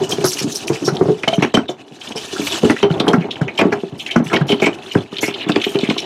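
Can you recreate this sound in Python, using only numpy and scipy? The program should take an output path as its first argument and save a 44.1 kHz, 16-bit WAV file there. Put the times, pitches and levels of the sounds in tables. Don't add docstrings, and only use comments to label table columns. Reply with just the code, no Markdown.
import sys
import numpy as np
from scipy import signal
from scipy.fft import rfft, irfft, next_fast_len
from scipy.io import wavfile
from scipy.ndimage import uniform_filter1d, minimum_filter1d

SR = 44100
rng = np.random.default_rng(int(sys.argv[2]) if len(sys.argv) > 2 else 0)


def wav_out(sig):
    wavfile.write(sys.argv[1], SR, np.round(np.clip(np.atleast_2d(sig).T, -1, 1) * 32767).astype(np.int16))


N = 267043


def gain_of(db):
    return 10 ** (np.asarray(db) / 20)


def evened(x):
    return x / np.sqrt(np.mean(x ** 2) + 1e-20)


def peaked(x):
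    return x / (abs(x).max() + 1e-20)


def read(points, hz):
    f, value = np.transpose(points)
    return np.interp(np.log(hz + 1), np.log(f + 1), value)


def add(mix, start_s, sound):
    part = mix[round(start_s * SR):][:len(sound)]
    part += sound[:len(part)]


def coloured(x, points):
    size = next_fast_len(len(x))
    gain = gain_of(read(points, np.fft.rfftfreq(size, 1 / SR)))
    return irfft(rfft(x, size) * gain, size)[:len(x)]


def highpass(x, order, hz):
    return signal.sosfilt(signal.butter(order, hz, "high", fs=SR, output="sos"), x)


def uneven(count, s):
    width = round(s * SR)
    return evened(uniform_filter1d(uniform_filter1d(rng.standard_normal(count), width), width))


def patchy(x, patch_db):
    z = signal.stft(x, nperseg=256)[2]
    across_pitch = uniform_filter1d(rng.standard_normal(z.shape), size=6, axis=0)
    patches = evened(uniform_filter1d(across_pitch, size=7, axis=1))
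    return signal.istft(z * gain_of(patch_db * patches), nperseg=256)[1][:len(x)]


def taps(count, per_s, spread_db):
    chance = rng.random(count)
    size = np.minimum(rng.exponential(1, count), 4)
    sign = rng.choice([-1., 1.], count)
    return (chance < per_s / SR) * sign * gain_of(spread_db * size)


def blow(t, lasts, rise):
    return (1 - np.exp(-t / max(rise, 1e-4))) ** 2 * gain_of(-60 * t / max(lasts, .004))


def bounces(t, per_s, spread_db, lasts, rise, first_db):
    force = taps(len(t), per_s, spread_db) * blow(t, lasts, rise)
    first = np.arange(len(t)) == round(2 * rise * SR)
    return force + gain_of(first_db) * first


def softened(force, contact):
    return np.convolve(force, np.hanning(3 + round(contact * SR)))[:len(force)]


def ring(modes, t, spot_hz, fall_db, shift):
    hz, db, t60 = np.transpose(modes)[:, :, None]
    hz = hz * np.exp(shift * rng.standard_normal(hz.shape))
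    db = db - fall_db * abs(np.log2(hz / spot_hz))
    decay = gain_of(db - 60 * t / np.maximum(t60, .005))
    return (decay * np.sin(2 * np.pi * hz * t)).sum(0)


def struck(force, modes, t, spot_hz, fall_db, shift):
    return signal.fftconvolve(force, ring(modes, t, spot_hz, fall_db, shift))[:len(t)]


def rubbed(modes, per_s, spread_db, spot_hz, fall_db, shift):
    modes = modes * 3
    slips, which = taps(N, per_s, spread_db), rng.integers(0, len(modes), N)
    t = np.arange(SR // 8) / SR
    total = np.zeros(N)
    for k, mode in enumerate(modes):
        response = ring([mode], t, spot_hz, fall_db, shift)
        total += signal.oaconvolve(slips * (which == k), response)[:N]
    return evened(total)


# frequency in Hz, relative filter gain in dB.
HARBOUR_COLOUR = [(24, -33), (40, -69), (277, 20), (568, -7), (728, 15), (1080, -3), (3390, -19),
                  (4030, -25), (15000, -81)]


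def harbour():
    return gain_of(-48) * evened(coloured(rng.standard_normal(N), HARBOUR_COLOUR))


# frequency in Hz, time to fall 60 dB in seconds.
COCKPIT_DECAY = [(100, 0.3), (300, 0.14), (1000, 0.11), (5000, 0.17)]


def cockpit(x):
    hz, t, z = signal.stft(rng.standard_normal(SR // 2), SR, nperseg=256)
    decay = gain_of(-60 * t / read(COCKPIT_DECAY, hz)[:, None])
    tail = signal.istft(z * decay, SR, nperseg=256)[1]
    return signal.fftconvolve(x, tail / np.linalg.norm(tail))[:N]


# frequency in Hz, level in dB, time to fall 60 dB in seconds (before HELD when sliding).
HULL_MODES = [(138, -21, 0.093), (160, -1.5, 0.067), (172, -19, 0.25), (196.3, -8, 0.13), (243.5, 4, 0.14),
              (285, 3, 0.13), (324.4, 5.5, 0.12), (370.4, 3, 0.15), (398.6, 8, 0.16), (437, -10, 0.35),
              (537, -17, 0.19), (595, 1.5, 0.057), (681, 5, 0.12)]
# frequency in Hz, filter gain in dB.
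RIM_COLOUR = [(600, 7.5), (800, 10), (1100, 2), (1500, -5.5), (2200, -9.5), (4000, -60)]
HELD = 0.7


def sliding_hull(jolts):
    held_modes = [(hz, db, HELD * t60) for hz, db, t60 in HULL_MODES]
    slips = rubbed(held_modes, per_s=900, spread_db=3, spot_hz=280, fall_db=2.5, shift=0.069)
    hull = evened(softened(slips, contact=0.0005))
    rim = evened(coloured(taps(N, per_s=1200, spread_db=-1.5), RIM_COLOUR))
    boat = evened((hull + gain_of(-5.5) * rim) * gain_of(4.5 * jolts))
    return highpass(boat, 2, 95)


# frequency in Hz, level in dB, time to fall 60 dB in seconds (before LOOSE when sliding).
MESH_MODES = [(1450, 19, 0.0048), (1800, 1, 0.014), (2150, 7, 0.0026), (2420, 8, 0.015),
              (2640, 13.5, 0.0077), (3080, 10, 0.019), (3480, 4, 0.019), (3750, 8.5, 0.011),
              (4160, -9, 0.08), (5070, -10, 0.013)]
LOOSE = 1.5


def sliding_mesh(jerks):
    loose_modes = [(hz, db, LOOSE * t60) for hz, db, t60 in MESH_MODES]
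    rattle = rubbed(loose_modes, per_s=1400, spread_db=4, spot_hz=2950, fall_db=8, shift=0.11)
    return evened(rattle * gain_of(4 * jerks))


# frequency in Hz, filter gain in dB.
HISS_COLOUR = [(710, -2), (1200, -2), (1870, -2.5), (1950, -50), (2320, -0.5), (6440, -1.5), (10100, -13.5),
               (15200, -28), (16000, -40)]


def sliding_netting(jerks, hiss_gain):
    halting = 1 - 0.6 * hiss_gain / hiss_gain.max()
    fizz = 0.69 * evened(taps(N, per_s=2700, spread_db=5.0)) + rng.standard_normal(N)
    hiss = patchy(coloured(fizz, HISS_COLOUR), patch_db=2.5)
    return evened(hiss * gain_of(5.4 * halting * jerks))


# time in seconds, hull rumble in dB, mesh rattle in dB, hiss of wet netting in dB.
DRAG_LEVELS = [(0.0, -17.5, -37.5, -34.5), (0.46, -37.5, -35, -31.5), (0.62, -30.5, -37, -32.5),
               (1.03, -24.5, -47, -43), (1.499, -57, -37, -52), (1.65, -38.5, -50, -69),
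               (1.89, -48, -49.5, -52), (2.1, -33, -36.5, -36), (2.145, -35, -41, -41),
               (2.165, -37, -35, -29.5), (2.45, -38, -30, -26.5), (2.72, -23, -30, -31.5),
               (2.805, -44.5, -39, -49.5), (2.86, -26, -39, -50), (3.3, -26.5, -41, -52.5),
               (3.55, -30, -37, -47), (3.91, -36, -41.5, -47.5), (4.49, -28, -33, -49),
               (4.79, -31, -39, -46.5), (5.08, -36, -41, -49.5), (5.45, -25.5, -27, -48),
               (5.74, -33.5, -35, -43), (6.05, -32, -29.5, -41.5)]


def drag():
    s, *levels = np.transpose(DRAG_LEVELS)
    t = np.arange(N) / SR
    rumble_gain, rattle_gain, hiss_gain = gain_of([np.interp(t, s, db) for db in levels])
    jerks, jolts = uneven(N, 0.026), uneven(N, 0.039)
    sliding = rumble_gain * sliding_hull(jolts) + rattle_gain * sliding_mesh(jerks)
    return sliding + hiss_gain * sliding_netting(jerks, hiss_gain)


# start in seconds, peak level in dB, time it dies in, in seconds.
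NET_SCUFFS = [(0.0324, -22.5, 0.07), (0.091, -15, 0.093), (0.108, -17.5, 0.085), (0.2392, -5.5, 0.12),
              (0.281, -12, 0.14), (0.328, -11, 0.03), (0.382, -8.5, 0.06), (0.42, -14, 0.047),
              (0.495, -17, 0.16), (0.5188, -16.5, 0.03), (0.542, -8.5, 0.087), (0.67, -16, 0.059),
              (0.844, -17, 0.09), (0.9487, -25.5, 0.034), (1.3287, -23, 0.1), (1.539, -16, 0.02),
              (1.684, -29, 0.077), (2.085, -24, 0.026), (2.158, -16.5, 0.073), (2.34, -37, 0.014),
              (2.4134, -19, 0.28), (2.6968, -22, 0.055), (3.9766, -23.5, 0.16), (4.2377, -28, 0.14),
              (4.336, -27, 0.068), (4.467, -21, 0.16), (4.602, -28, 0.11), (4.9193, -23.5, 0.049),
              (5.2064, -15, 0.15), (5.487, -21.5, 0.051), (5.6163, -27.5, 0.27), (5.9782, -18.5, 0.084)]
GRIT_DB, GRIT_DB_PER_OCTAVE, HARDNESS = -10, 0.5, 1.66
GRIT_S, GRIT_STRETCH = 0.0028, 0.54
USUAL_S, SING_HZ, SING_POWER, TOP_DB, TOP_DB_PER_DOUBLING = 0.09, 5800, 0.06, -19, 5


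def clack_grit():
    rows = []
    for s, db, hz, lasts in FRAME_CLACKS:
        grit_db = HARDNESS * db + GRIT_DB + GRIT_DB_PER_OCTAVE * np.log2(hz / 3000)
        rows.append((s, grit_db, GRIT_S + GRIT_STRETCH * lasts))
    return rows


def scuffs():
    out, t = np.zeros(N), np.arange(SR // 3) / SR
    for s, db, lasts in NET_SCUFFS + clack_grit():
        hz = SING_HZ * (lasts / USUAL_S) ** SING_POWER
        top_db = TOP_DB + TOP_DB_PER_DOUBLING * np.log2(lasts / USUAL_S)
        band = [(2500, -28), (hz * 0.61, -10), (hz, 0), (hz * 1.27, -10),
                (13000, top_db), (16000, top_db - 19)]
        grit = 0.5 * evened(taps(len(t), per_s=2200, spread_db=-4.0)) + rng.standard_normal(len(t))
        swell = 1 - np.exp(-t / (0.038 * lasts))
        stroke = swell * gain_of(-60 * (t / lasts) ** 2.5 + 3.5 * uneven(len(t), 0.0013))
        add(out, s, gain_of(db) * peaked(patchy(coloured(grit, band), patch_db=5.0) * stroke))
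    return out


# start in seconds, peak level in dB,
# pitch of the struck wires in Hz, time it keeps rattling in seconds.
FRAME_CLACKS = [(0.1123, -9.5, 3320, 0.076), (0.125, -18, 3500, 0.027), (0.242, -10, 1270, .07),
                (0.384, -16.5, 2700, 0.054), (0.6803, -12, 2700, 0.018), (0.7513, -19.5, 2520, 0.057),
                (0.843, -12, 5600, 0.14), (0.8789, -11, 1510, 0.062), (0.968, -11.5, 3900, 0.017),
                (1.01, -15.5, 1130, 0.03), (1.082, -37, 980, .04), (1.233, -7.5, 2100, 0.039),
                (1.278, -2.5, 3020, 0.034), (1.332, -11, 3060, 0.047), (1.422, -5.5, 2410, 0.068),
                (1.447, -10.5, 2150, 0.026), (1.542, 0.5, 3080, 0.045), (1.5693, -6, 1530, 0.05),
                (1.6805, -15.5, 3480, 0.072), (2.011, -21, 3120, 0.057), (2.073, -19.5, 3270, 0.036),
                (2.12, -18, 3100, 0.026), (2.1613, -17, 3070, 0.12), (2.361, -17.5, 1450, 0.045),
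                (2.4118, -20.5, 2330, 0.058), (2.4915, -16, 3550, 0.095), (2.695, -4, 1820, 0.059),
                (2.7617, -12.5, 2060, 0.05), (2.827, -5.5, 2980, 0.046), (2.901, -20.5, 1400, 0.046),
                (2.9975, -6.5, 3580, 0.045), (3.064, -16, 1390, 0.065), (3.0788, -3, 3300, 0.044),
                (3.1312, -5.5, 1420, 0.055), (3.2074, -23, 2190, 0.11), (3.306, -11.5, 3520, 0.054),
                (3.356, -19, 3030, 0.029), (3.413, -12, 1470, 0.039), (3.478, -15, 2240, 0.068),
                (3.5748, -8, 3020, 0.044), (3.586, -4, 2500, 0.076), (3.61, -6.5, 1990, 0.044),
                (3.7213, -8, 1660, 0.064), (3.989, -16, 3290, 0.11), (4.0605, -12.5, 2890, 0.05),
                (4.074, -17, 2230, 0.15), (4.106, -10.5, 3080, 0.09), (4.1604, -3.5, 1410, 0.031),
                (4.297, -19, 1700, .05), (4.309, -18, 1420, 0.1), (4.3277, -5, 2280, 0.09),
                (4.36, -7, 3090, 0.036), (4.367, -6.5, 1940, 0.028), (4.41, -15, 1580, 0.045),
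                (4.479, -10, 3170, 0.15), (4.517, -6, 2930, 0.048), (4.5983, -14.5, 3450, 0.038),
                (4.6135, -7, 2260, 0.15), (4.6561, -3.5, 2240, 0.088), (4.9101, -14.5, 2950, 0.055),
                (4.9497, -11.5, 1590, 0.032), (5.166, -13, 3570, 0.032), (5.1826, -11, 3300, 0.036),
                (5.221, -7, 2150, 0.12), (5.27, -13.5, 2640, 0.12), (5.3384, -12.5, 3520, 0.056),
                (5.3975, -19, 2960, 0.11), (5.4341, -24, 2220, 0.087), (5.4942, -10, 1450, 0.029),
                (5.5173, -9, 3540, 0.036), (5.5584, -4.5, 2260, 0.03), (5.613, -10, 3080, 0.05),
                (5.6388, -7, 2970, 0.049), (5.67, -17.5, 3080, 0.1), (5.755, -19, 2460, 0.032),
                (5.787, -11.5, 3700, 0.035), (5.804, -11.5, 3290, 0.072), (5.823, -20, 3200, 0.062),
                (5.842, -17, 2420, 0.086), (5.869, -18.5, 2870, 0.07), (5.897, -9, 3640, .03),
                (5.9, -7.5, 2560, 0.04), (5.9778, -7, 3420, 0.069), (6.014, -25, 2710, 0.06)]
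SWELL_PER_S = 0.66
REACH, REACH_SHRINK = 2.4, .35
WIRE_SPOT_DB, WIRE_SPOT_TURNS = 8, 36


def clacks():
    out, t = np.zeros(N), np.arange(SR // 4) / SR
    for s, db, hz, lasts in FRAME_CLACKS:
        chatter = bounces(t, per_s=3500, spread_db=3.0, lasts=lasts,
                          rise=SWELL_PER_S * lasts ** 2, first_db=2.5)
        force = softened(chatter, contact=.00012)
        modes = MESH_MODES + [(hz, WIRE_SPOT_DB, WIRE_SPOT_TURNS / hz)]
        wires = struck(force, modes, t, hz, fall_db=30, shift=.025)
        reach = max(REACH * gain_of(REACH_SHRINK * db), 1.25)
        near_spot = signal.butter(3, [0.7 * hz, reach * hz], "band", fs=SR, output="sos")
        add(out, s, gain_of(db) * peaked(signal.sosfilt(near_spot, wires)))
    return out


# start in seconds, level in dB (peak of the body before deck boom,
# rim knock and bass cut), pitch of the struck spot in Hz, time the blow keeps bouncing in seconds.
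HULL_THUDS = [(0.007, -6, 362, 0.13), (0.127, -7.5, 218, 0.056), (0.173, -6.5, 380, 0.19),
              (0.239, -1.5, 378, 0.063), (0.35, -19, 250, .08), (0.407, -12.5, 238, 0.12),
              (0.437, -7, 262, 0.1), (0.468, -12, 248, 0.082), (0.696, -2.5, 350, 0.093),
              (0.809, -10, 283, 0.26), (0.874, -2.5, 367, 0.074), (0.917, -10.5, 164, 0.078),
              (1.008, 5, 423, 0.063), (1.055, -3, 420, 0.038), (1.078, 0.5, 400, 0.15),
              (1.111, -26, 407, .15), (1.235, -25, 825, 0.027), (1.275, -3, 694, 0.051),
              (1.327, -4, 710, 0.052), (1.379, 1, 200, 0.036), (1.407, -23, 230, 0.015),
              (1.421, -1.5, 300, 0.075), (1.446, -7, 258, 0.036), (1.541, 1, 225, 0.033),
              (1.57, 3, 250, 0.061), (1.689, -7.5, 545, 0.084), (1.907, -24, 215, 0.12),
              (2.102, -18, 278, 0.079), (2.15, -13.5, 460, 0.11), (2.325, -16, 413, 0.11),
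              (2.386, -6.5, 290, 0.16), (2.629, 4, 350, 0.11), (2.642, -3.5, 156, 0.058),
              (2.697, 5, 314, 0.046), (2.801, -51, 131, 0.014), (2.827, 4.5, 375, 0.067),
              (2.902, -0.5, 150, 0.051), (2.954, -23, 136, 0.032), (3.001, -4, 346, 0.037),
              (3.038, -8, 308, 0.081), (3.069, 2.5, 436, 0.17), (3.133, 3.5, 257, 0.078),
              (3.173, -4, 156, 0.031), (3.286, -15, 303, 0.049), (3.41, 0, 163, 0.06),
              (3.588, -6.5, 620, 0.11), (3.611, -2, 432, 0.12), (3.646, 4, 295, 0.13),
              (3.72, -3.5, 430, 0.07), (3.831, -7, 418, 0.063), (3.92, -13, 147, 0.097),
              (4.158, 6.5, 243, 0.058), (4.197, -1.5, 219, 0.099), (4.255, -11.5, 168, 0.046),
              (4.315, -36, 400, 0.046), (4.33, -3.5, 329, 0.12), (4.407, -1, 150, 0.065),
              (4.491, -2.5, 368, 0.17), (4.526, 0, 214, 0.036), (4.6, -32, 870, 0.018),
              (4.619, -1, 440, 0.068), (4.638, -7, 330, 0.055), (4.665, -1.5, 383, 0.067),
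              (4.952, 7, 205, 0.082), (5.125, -15.5, 310, 0.05), (5.228, -5.5, 310, 0.047),
              (5.278, -8.5, 350, 0.078), (5.464, -10, 300, 0.045), (5.491, -1, 303, 0.071),
              (5.562, 1, 300, 0.021), (5.665, -6, 374, 0.03), (5.748, -0.5, 368, 0.097),
              (5.792, -28, 292, 0.014), (5.83, -3, 284, 0.035), (5.855, -22, 603, 0.071),
              (5.888, -3.5, 228, 0.016), (5.906, -5.5, 250, 0.03), (5.965, -16, 354, 0.016)]
ON_DECK_S, DECK_DB, DECK_HZ = 1.2, -12, 136
CONTACT_S, CONTACT_HZ = 0.00072, 350
SPOT_DB, SPOT_TURNS = 6, 14
PADDED_RIM_DB, BARE_RIM_DB = -20, -0.5
WIRE_SHARE, APART_DB_PER_S = 0.81, 425


def thuds():
    out, t = np.zeros(N), np.arange(SR // 3) / SR
    clack_s, clack_db = np.transpose(FRAME_CLACKS)[:2]
    for s, db, hz, lasts in HULL_THUDS:
        pushes = bounces(t, per_s=600, spread_db=2.5, lasts=lasts, rise=0.0303 * lasts, first_db=7)
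        force = softened(pushes, contact=CONTACT_S * CONTACT_HZ / hz)
        modes = HULL_MODES + [(hz, SPOT_DB, SPOT_TURNS / hz)]
        body = peaked(struck(force, modes, t, hz, fall_db=18, shift=0.042))
        if s < ON_DECK_S:
            boom = struck(force, HULL_MODES[:3], t, DECK_HZ, fall_db=15, shift=0.048)
            body = body + gain_of(DECK_DB) * peaked(boom)
        wire_db = (clack_db - APART_DB_PER_S * abs(clack_s - s)).max()
        rim_db = max(PADDED_RIM_DB, BARE_RIM_DB + WIRE_SHARE * (wire_db - db))
        knock = coloured(rng.standard_normal(len(t)), RIM_COLOUR) * blow(t, 2.06 * lasts, rise=0.00054)
        add(out, s, gain_of(db) * (body + gain_of(rim_db) * peaked(knock)))
    return highpass(out, 4, 115)


def scene():
    hits = thuds() + clacks() + scuffs()
    return (hits + gain_of(-10.0) * cockpit(hits) + drag() + harbour())[None]


def record(dry):
    thin = highpass(dry, 3, 70)
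    allowed = minimum_filter1d(1 / np.maximum(abs(thin), 1), size=141)
    limited = thin * uniform_filter1d(allowed, size=91)
    band_limit = signal.firwin(511, 16200, window=("kaiser", 9), fs=SR)  # low-pass, Hz
    return signal.oaconvolve(limited, band_limit[None], "same")


dry = scene()
out = record(dry)
wav_out(out)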